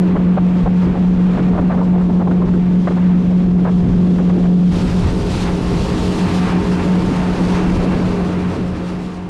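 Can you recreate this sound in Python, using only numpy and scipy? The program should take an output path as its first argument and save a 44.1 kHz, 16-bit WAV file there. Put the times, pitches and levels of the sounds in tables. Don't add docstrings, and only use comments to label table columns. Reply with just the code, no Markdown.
import sys
import numpy as np
from scipy import signal
from scipy.fft import rfft, irfft
from scipy.io import wavfile
from scipy.ndimage import uniform_filter1d, minimum_filter1d

SR = 44100
rng = np.random.default_rng(int(sys.argv[2]) if len(sys.argv) > 2 else 0)


def store_pcm(level_fs):
    pcm = np.round(np.clip(level_fs, -1, 1) * 32767).astype(np.int16)
    wavfile.write(sys.argv[1], SR, np.atleast_2d(pcm).T)


def volts_from_db(level):
    exponent = np.asarray(level, float) / 20
    return 10 ** exponent


N = 409688
CUT_S = 4.718


def evened(x):
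    return x / np.sqrt(np.mean(x ** 2) + 1e-20)


def curves(tables):
    rows = sum(map(list, tables), [])
    start_s, *columns = np.transpose(rows)
    return [np.interp(np.arange(N) / SR, start_s, column) for column in columns]


def humps(table):
    t = np.arange(N) / SR
    out = np.zeros((len(table[0]) - 2, N))
    for middle_s, length_s, *height_db in table:
        first = max(round((middle_s - length_s / 2) * SR), 0)
        part = slice(first, round((middle_s + length_s / 2) * SR))
        out[:, part] += np.outer(height_db, np.cos(np.pi * (t[part] - middle_s) / length_s) ** 2)
    return out


def wander(top_hz):
    size = N // 64 + 2
    hz = np.fft.rfftfreq(size, 64 / SR)
    spectrum = rfft(rng.standard_normal(size)) / (1 + (hz / top_hz) ** 4)
    return np.interp(np.arange(N) / 64, np.arange(size), evened(irfft(spectrum, size)))


def noise(points, size, patchy_db, flicker_db, band_hz=None):
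    frames = 4 * N // size + 5
    hz = np.fft.rfftfreq(size, 1 / SR)
    real, imaginary, patches = rng.standard_normal((frames, len(hz), 3)).T
    patches = uniform_filter1d(patches, size // 64, 0)
    patches = evened(uniform_filter1d(patches, 8192 // size, 1))
    flicker = evened(uniform_filter1d(rng.standard_normal(frames), 2048 // size))
    pitch_hz, level_db = np.transpose(points)
    shape_db = np.interp(np.log(hz + 1), np.log(pitch_hz + 1), level_db, left=-90, right=-120)
    swing_db = patchy_db * patches + flicker_db * flicker
    spectra = (real + 1j * imaginary) * volts_from_db(shape_db[:, None] + swing_db)
    low_hz, high_hz = band_hz or (0, SR)
    power = volts_from_db(shape_db) ** 2
    share = power[(hz >= low_hz) & (hz <= high_hz)].sum() / power.sum()
    sound = signal.istft(spectra, nperseg=size, noverlap=size * 3 // 4)[1][:N]
    return evened(sound) / np.sqrt(share)


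def line(turns, waver_db, blur, waver_hz):
    level = np.sqrt(2) * volts_from_db(waver_db * wander(waver_hz))
    phase = 2 * np.pi * turns + blur * wander(waver_hz) + 7 * rng.random()
    return level * np.sin(phase)


# start_s, pitch_hz
SPEED = [(0, 180), (1.25, 180.8), (2.25, 180), (3.25, 179.8), (3.75, 178.4), (4.25, 179.6), (4.75, 177.9),
         (5.25, 179.3), (5.75, 179), (6.25, 181.2), (6.75, 180.2), (7.25, 180.1), (7.75, 180.9),
         (8.25, 180.1), (9.3, 179.3)]


def engine_cycles():
    firing_hz = curves([SPEED])[0] * (1 + 0.002493 * wander(2.404))
    return np.cumsum(firing_hz) / SR / 4


# start_s, level_db
DRONE = [
    [(0, -10.5), (0.1, -12), (1.2, -11.5), (2.1, -12), (3.0, -11), (3.9, -12), (4.71, -11)],
    [(4.73, -16), (5.0, -15.5), (5.35, -20), (5.9, -20.5), (6.3, -15.5), (7.0, -15.5), (7.6, -15.5),
     (7.85, -17), (8.1, -16.5), (8.7, -13), (9.29, -18)],
]
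# middle_s, length_s, depth_db
DIPS = [(0.17, 0.032, 16), (0.379, 0.072, 4.0), (0.654, 0.07, 5), (0.953, 0.13, 8), (1.402, 0.16, 4),
        (1.591, 0.19, 3.5), (2.474, 0.099, 7.5), (2.883, 0.17, 3), (3.881, 0.061, 3), (5.063, 0.16, 10.1),
        (5.138, 0.045, 23), (5.213, 0.14, 13), (5.298, 0.041, 10), (5.857, 0.048, 10), (5.956, 0.13, 2.5),
        (6.176, 0.1, 13.0), (6.291, 0.065, 17), (6.485, 0.081, 9), (6.64, 0.057, 20), (7.114, 0.041, 15),
        (7.363, 0.069, 13.9), (7.553, 0.048, 10), (7.623, 0.041, 4), (7.762, 0.06, 10), (8.296, 0.046, 9.8),
        (8.566, 0.13, 18), (8.75, 0.078, 8)]
# bow_db, stern_db
TONE_WAVER_DB = (1.0, 2.07)


def firing_tone(cycles, stern):
    bow_db, stern_db = TONE_WAVER_DB
    waver_db = np.where(stern, stern_db, bow_db) * wander(9.8)
    tone_db = curves(DRONE)[0] - humps(DIPS)[0] + waver_db
    return volts_from_db(tone_db) * line(4 * cycles, waver_db=0.8, blur=0.24, waver_hz=33)


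# start_s, level_db
WHINE = [(0, -43), (1, -46), (2.5, -45.5), (4.7, -55.5), (4.73, -44), (5.7, -42), (6.1, -38), (6.6, -36.5),
         (7.1, -36.5), (7.5, -38), (7.9, -44), (8.4, -41), (9.3, -43)]


def whine(cycles):
    return volts_from_db(curves([WHINE])[0]) * line(20 * cycles, waver_db=1.8, blur=0.9, waver_hz=13)


# multiple of the engine cycle (played at the nearest whole number), bow_db, stern_db
PARTIALS = [(2.007, -12.5, -8.5), (2.97, -10.5, -16.5), (5.015, -7, -18.5), (6.003, -11, -20),
            (7.043, -10, -9.5), (8.03, -12.5, -17), (9.027, -12, -9.5), (10.07, -16.5, -14.5),
            (11.86, -22.5, -17.5), (14.07, -37, -23.5), (15, -35.5, -26.5), (15.92, -21, -19.5),
            (22, -33.5, -30), (24, -30, -24), (26, -31.5, -26.5), (29, -38, -28.5), (60, -38, -29.5)]
# multiple of the propeller turn, bow_db, stern_db
BLADES = [(3, -14, -13.5), (6, -7, -13)]
# start_s, level_db
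WEAKER_LINES_DB = [(0, 1.5), (2, -2), (4.7, 1.5), (4.75, -3), (5.6, -1), (6.1, 2), (7.5, -3.5), (9.3, 2.5)]


def weaker_lines(cycles, roar_db, stern):
    gear = 2.15
    lines_db = uniform_filter1d(roar_db, SR // 3) + curves([WEAKER_LINES_DB])[0]
    sound = np.zeros(N)
    for turns_per_cycle, table in ((1, PARTIALS), (2 / gear, BLADES)):
        for multiple, bow_db, stern_db in table:
            level = volts_from_db(lines_db + np.where(stern, stern_db, bow_db))
            turns = round(multiple) * turns_per_cycle * cycles
            sound += level * line(turns, waver_db=2.8, blur=0.54, waver_hz=5.7)
    return sound


def engine(roar_db, stern):
    cycles = engine_cycles()
    return firing_tone(cycles, stern) + whine(cycles) + weaker_lines(cycles, roar_db, stern)


# start_s, wash_db, spray_db
WATER = [
    [(0, -38.5, -51.5), (0.3, -40, -56), (0.9, -40.5, -53), (1.45, -38, -51.5), (1.65, -42, -54),
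     (2.2, -44, -54), (3.0, -40.5, -52), (3.5, -44, -54.5), (3.8, -43, -49.5), (4.3, -41.5, -49),
     (4.6, -44, -51), (4.71, -42.5, -47)],
    [(4.72, -36, -40), (5.1, -36.5, -40.5), (5.6, -37, -40.5), (5.8, -34.5, -38.5), (6.35, -31.5, -38),
     (6.6, -34, -43), (7.2, -33, -42), (7.9, -33.5, -43.5), (8.5, -32.5, -45), (9.05, -33, -40.5),
     (9.29, -34, -48)],
]
# middle_s, length_s, wash_rise_db, spray_rise_db
SURGES = [(0.52, 0.27, 1.5, 3), (0.82, 0.33, 4, 2.5), (2.86, .3, -2, 2.5), (3.4, .2, 1.5, 1.5),
          (5.05, 0.22, 2.5, -1), (5.38, 0.3, 4.5, 5), (5.49, .1, 4.5, -2), (6.1, 0.47, -1.5, 0.5),
          (6.46, 0.23, 4, 0.5), (6.77, 0.39, 2.5, 3), (7.0, 0.45, 1.5, 1), (7.57, 0.54, 2.5, 2),
          (8.05, 0.13, 2.5, 1), (8.45, 0.63, 1, 3), (8.9, 0.14, 2.5, 3.5)]
# wash_db, spray_db
CHOP_DB = (1.05, 1.0)


def water_levels():
    chop_db = [CHOP_DB[0] * wander(5.3), CHOP_DB[1] * wander(11)]
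    return curves(WATER) + humps(SURGES) + chop_db


# (per Hz, relative)
SPRAY_BOW = [(1500, -33), (2500, -6), (3300, -1.5), (4000, -6), (5000, -8.5), (7000, -14), (10000, -22.5),
             (12500, -37.5), (15000, -55.5)]
# (per Hz, relative)
SPRAY_STERN = [(1500, -38), (2500, 0), (3300, 0), (4600, -1), (6500, -7.5), (9600, -14), (11500, -23),
               (13000, -29.5), (15000, -57)]


def spray(level_db, stern):
    bow = noise(SPRAY_BOW, size=512, patchy_db=0.46, flicker_db=0.5, band_hz=(3500, 10000))
    wake = noise(SPRAY_STERN, size=512, patchy_db=0.8, flicker_db=0.46, band_hz=(3500, 10000))
    return volts_from_db(level_db) * np.where(stern, wake, bow)


# (per Hz, relative)
WASH = [(400, -31.5), (650, -3), (900, 0), (1300, -4), (1800, -8), (2400, -10), (3200, -17.5), (4500, -26)]


def wash(level_db):
    return volts_from_db(level_db) * noise(WASH, size=512, patchy_db=0.46, flicker_db=0.7, band_hz=(1000, 2600))


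# start_s, level_db
HULL = [
    [(0.0, -23.5), (0.68, -26), (1.53, -21.5), (1.88, -23.5), (2.36, -22), (2.69, -26), (3.48, -24),
     (4.4, -23), (4.71, -29)],
    [(4.73, -21.5), (5.39, -23), (5.83, -22.5), (6.54, -22), (7.71, -19), (8.31, -20.5), (8.61, -18),
     (9.29, -24.5)],
]
# (per Hz, relative)
ROAR = [(90, -20), (160, 3.5), (250, 3), (400, -2.5), (520, -6.5), (900, -19.5), (1500, -31.5),
        (2500, -41.5)]


def hull_roar():
    roar_db = curves(HULL)[0]
    return volts_from_db(roar_db) * noise(ROAR, size=1024, patchy_db=2.0, flicker_db=1.1), roar_db


# start_s, length_s, level_db, upper_db (high part over low part)
SCUFFS = [(0.149, 0.034, -20.5, -14.5), (0.195, 0.022, -27.5, -15), (0.369, 0.021, -18.5, -15),
          (0.618, 0.02, -33, -16), (0.655, 0.028, -20.5, -17), (0.942, 0.037, -27, -19),
          (1.368, 0.045, -24, -11.5), (1.527, 0.047, -24, -16), (1.572, 0.032, -21.5, -11),
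          (1.618, 0.017, -24.5, -20), (1.693, 0.069, -22.5, -11), (1.769, 0.05, -26, -9),
          (1.808, 0.033, -24, -25), (1.864, 0.026, -30, -18), (1.934, 0.036, -30, -24),
          (1.977, 0.057, -29.5, -10), (2.096, 0.013, -26.5, -17), (2.195, 0.034, -23.5, -14.5),
          (2.272, 0.013, -20.5, -17), (2.311, 0.011, -21, -10), (2.416, 0.011, -24, -15),
          (2.469, 0.029, -30, -8), (2.528, 0.032, -35, -3), (2.87, 0.024, -20.5, -8),
          (2.907, 0.019, -21.5, -14), (2.96, 0.029, -26.5, -12), (3.094, 0.014, -31, -17),
          (3.643, 0.062, -23, -8.5), (4.182, 0.023, -29.5, -5.5), (4.296, 0.016, -27, -6),
          (4.437, 0.029, -26.5, -13)]
# (per Hz, relative)
SCUFF_LOW = [(120, -17.5), (300, 8), (700, 6.5), (1100, -1.5), (1600, -25), (3000, -47.5)]
# (per Hz, relative)
SCUFF_HIGH = [(600, -23.5), (1200, 5), (1800, -2.5), (2600, -16), (4000, -25.5), (6000, -49)]


def scuffs():
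    lumps = volts_from_db(2.1 * wander(160))
    low = lumps * noise(SCUFF_LOW, size=256, patchy_db=0.56, flicker_db=0.46)
    high = lumps * noise(SCUFF_HIGH, size=256, patchy_db=0.81, flicker_db=0.6)
    bursts, dip_db = np.zeros((2, N))
    for start_s, length_s, level_db, upper_db in SCUFFS:
        hump = signal.windows.tukey(round(SR * length_s), 0.3)
        start = round(start_s * SR)
        part = slice(start, start + len(hump))
        puff = evened(low[part]) + volts_from_db(upper_db) * evened(high[part])
        bursts[part] += volts_from_db(level_db) * hump * puff
        dip_db[part] += np.maximum(0.46 * (level_db + 30.5), 0) * hump
    return bursts, dip_db


# start_s, level_db
WIND = [
    [(0, -30.5), (1.0, -27.5), (1.8, -26), (3.2, -26.5), (4.71, -26)],
    [(4.73, -21), (5.7, -20), (6.9, -26.5), (7.7, -23), (8.4, -25), (9.29, -25.5)],
]
# middle_s, length_s, rise_db
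GUSTS = [(0.165, 0.17, 9), (0.38, .15, 3), (0.66, 0.24, 9), (0.9, 0.22, 9), (1.1, 0.13, 6.5),
         (1.39, 0.14, 7), (1.58, .2, 8.5), (2.0, .25, 1), (2.5, .3, 5), (2.95, .2, -1), (3.5, 0.16, 4),
         (3.92, 0.26, 11), (4.3, .15, 4), (4.48, 0.14, 6), (5.05, 0.4, 3.5), (5.76, .2, 3), (6.15, .2, -1),
         (6.5, 0.18, -1), (7.05, .25, 6), (7.74, 0.22, 5), (8.07, 0.14, 6), (8.68, .3, 6)]
# (per Hz, relative)
RUMBLE = [(10, -16), (20, -13), (45, 10.5), (90, 5.5), (140, 4.5), (200, -3), (300, -13.5), (500, -41)]


def wind_rumble():
    level_db = curves(WIND)[0] + humps(GUSTS)[0]
    return volts_from_db(level_db) * noise(RUMBLE, size=2048, patchy_db=0.0, flicker_db=2.7)


def scene():
    stern = np.arange(N) >= CUT_S * SR
    roar, roar_db = hull_roar()
    wash_db, spray_db = water_levels()
    bursts, dip_db = scuffs()
    motor = engine(roar_db, stern) / volts_from_db(dip_db)
    hiss = spray(spray_db - 0.36 * uniform_filter1d(dip_db, 2000), stern)
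    return (motor + hiss + wash(wash_db) + roar + bursts + wind_rumble())[None]


def low_pass(x):
    return signal.sosfilt(signal.butter(12, 15150, fs=SR, output="sos"), x)


def record(dry):
    threshold_db, window = -8.5, 260
    fade_start_s, fade_db_per_s = 7.97, -7.5
    peak_db = -minimum_filter1d(-20 * np.log10(abs(dry[0]) + 1e-9), window)
    over_db = uniform_filter1d(np.maximum(peak_db - threshold_db, 0), window)
    fade_db = fade_db_per_s * np.maximum(np.arange(N) / SR - fade_start_s, 0)
    mix = dry * volts_from_db(fade_db - 0.51 * over_db)
    return low_pass(mix)


dry = scene()
out = record(dry)
store_pcm(out)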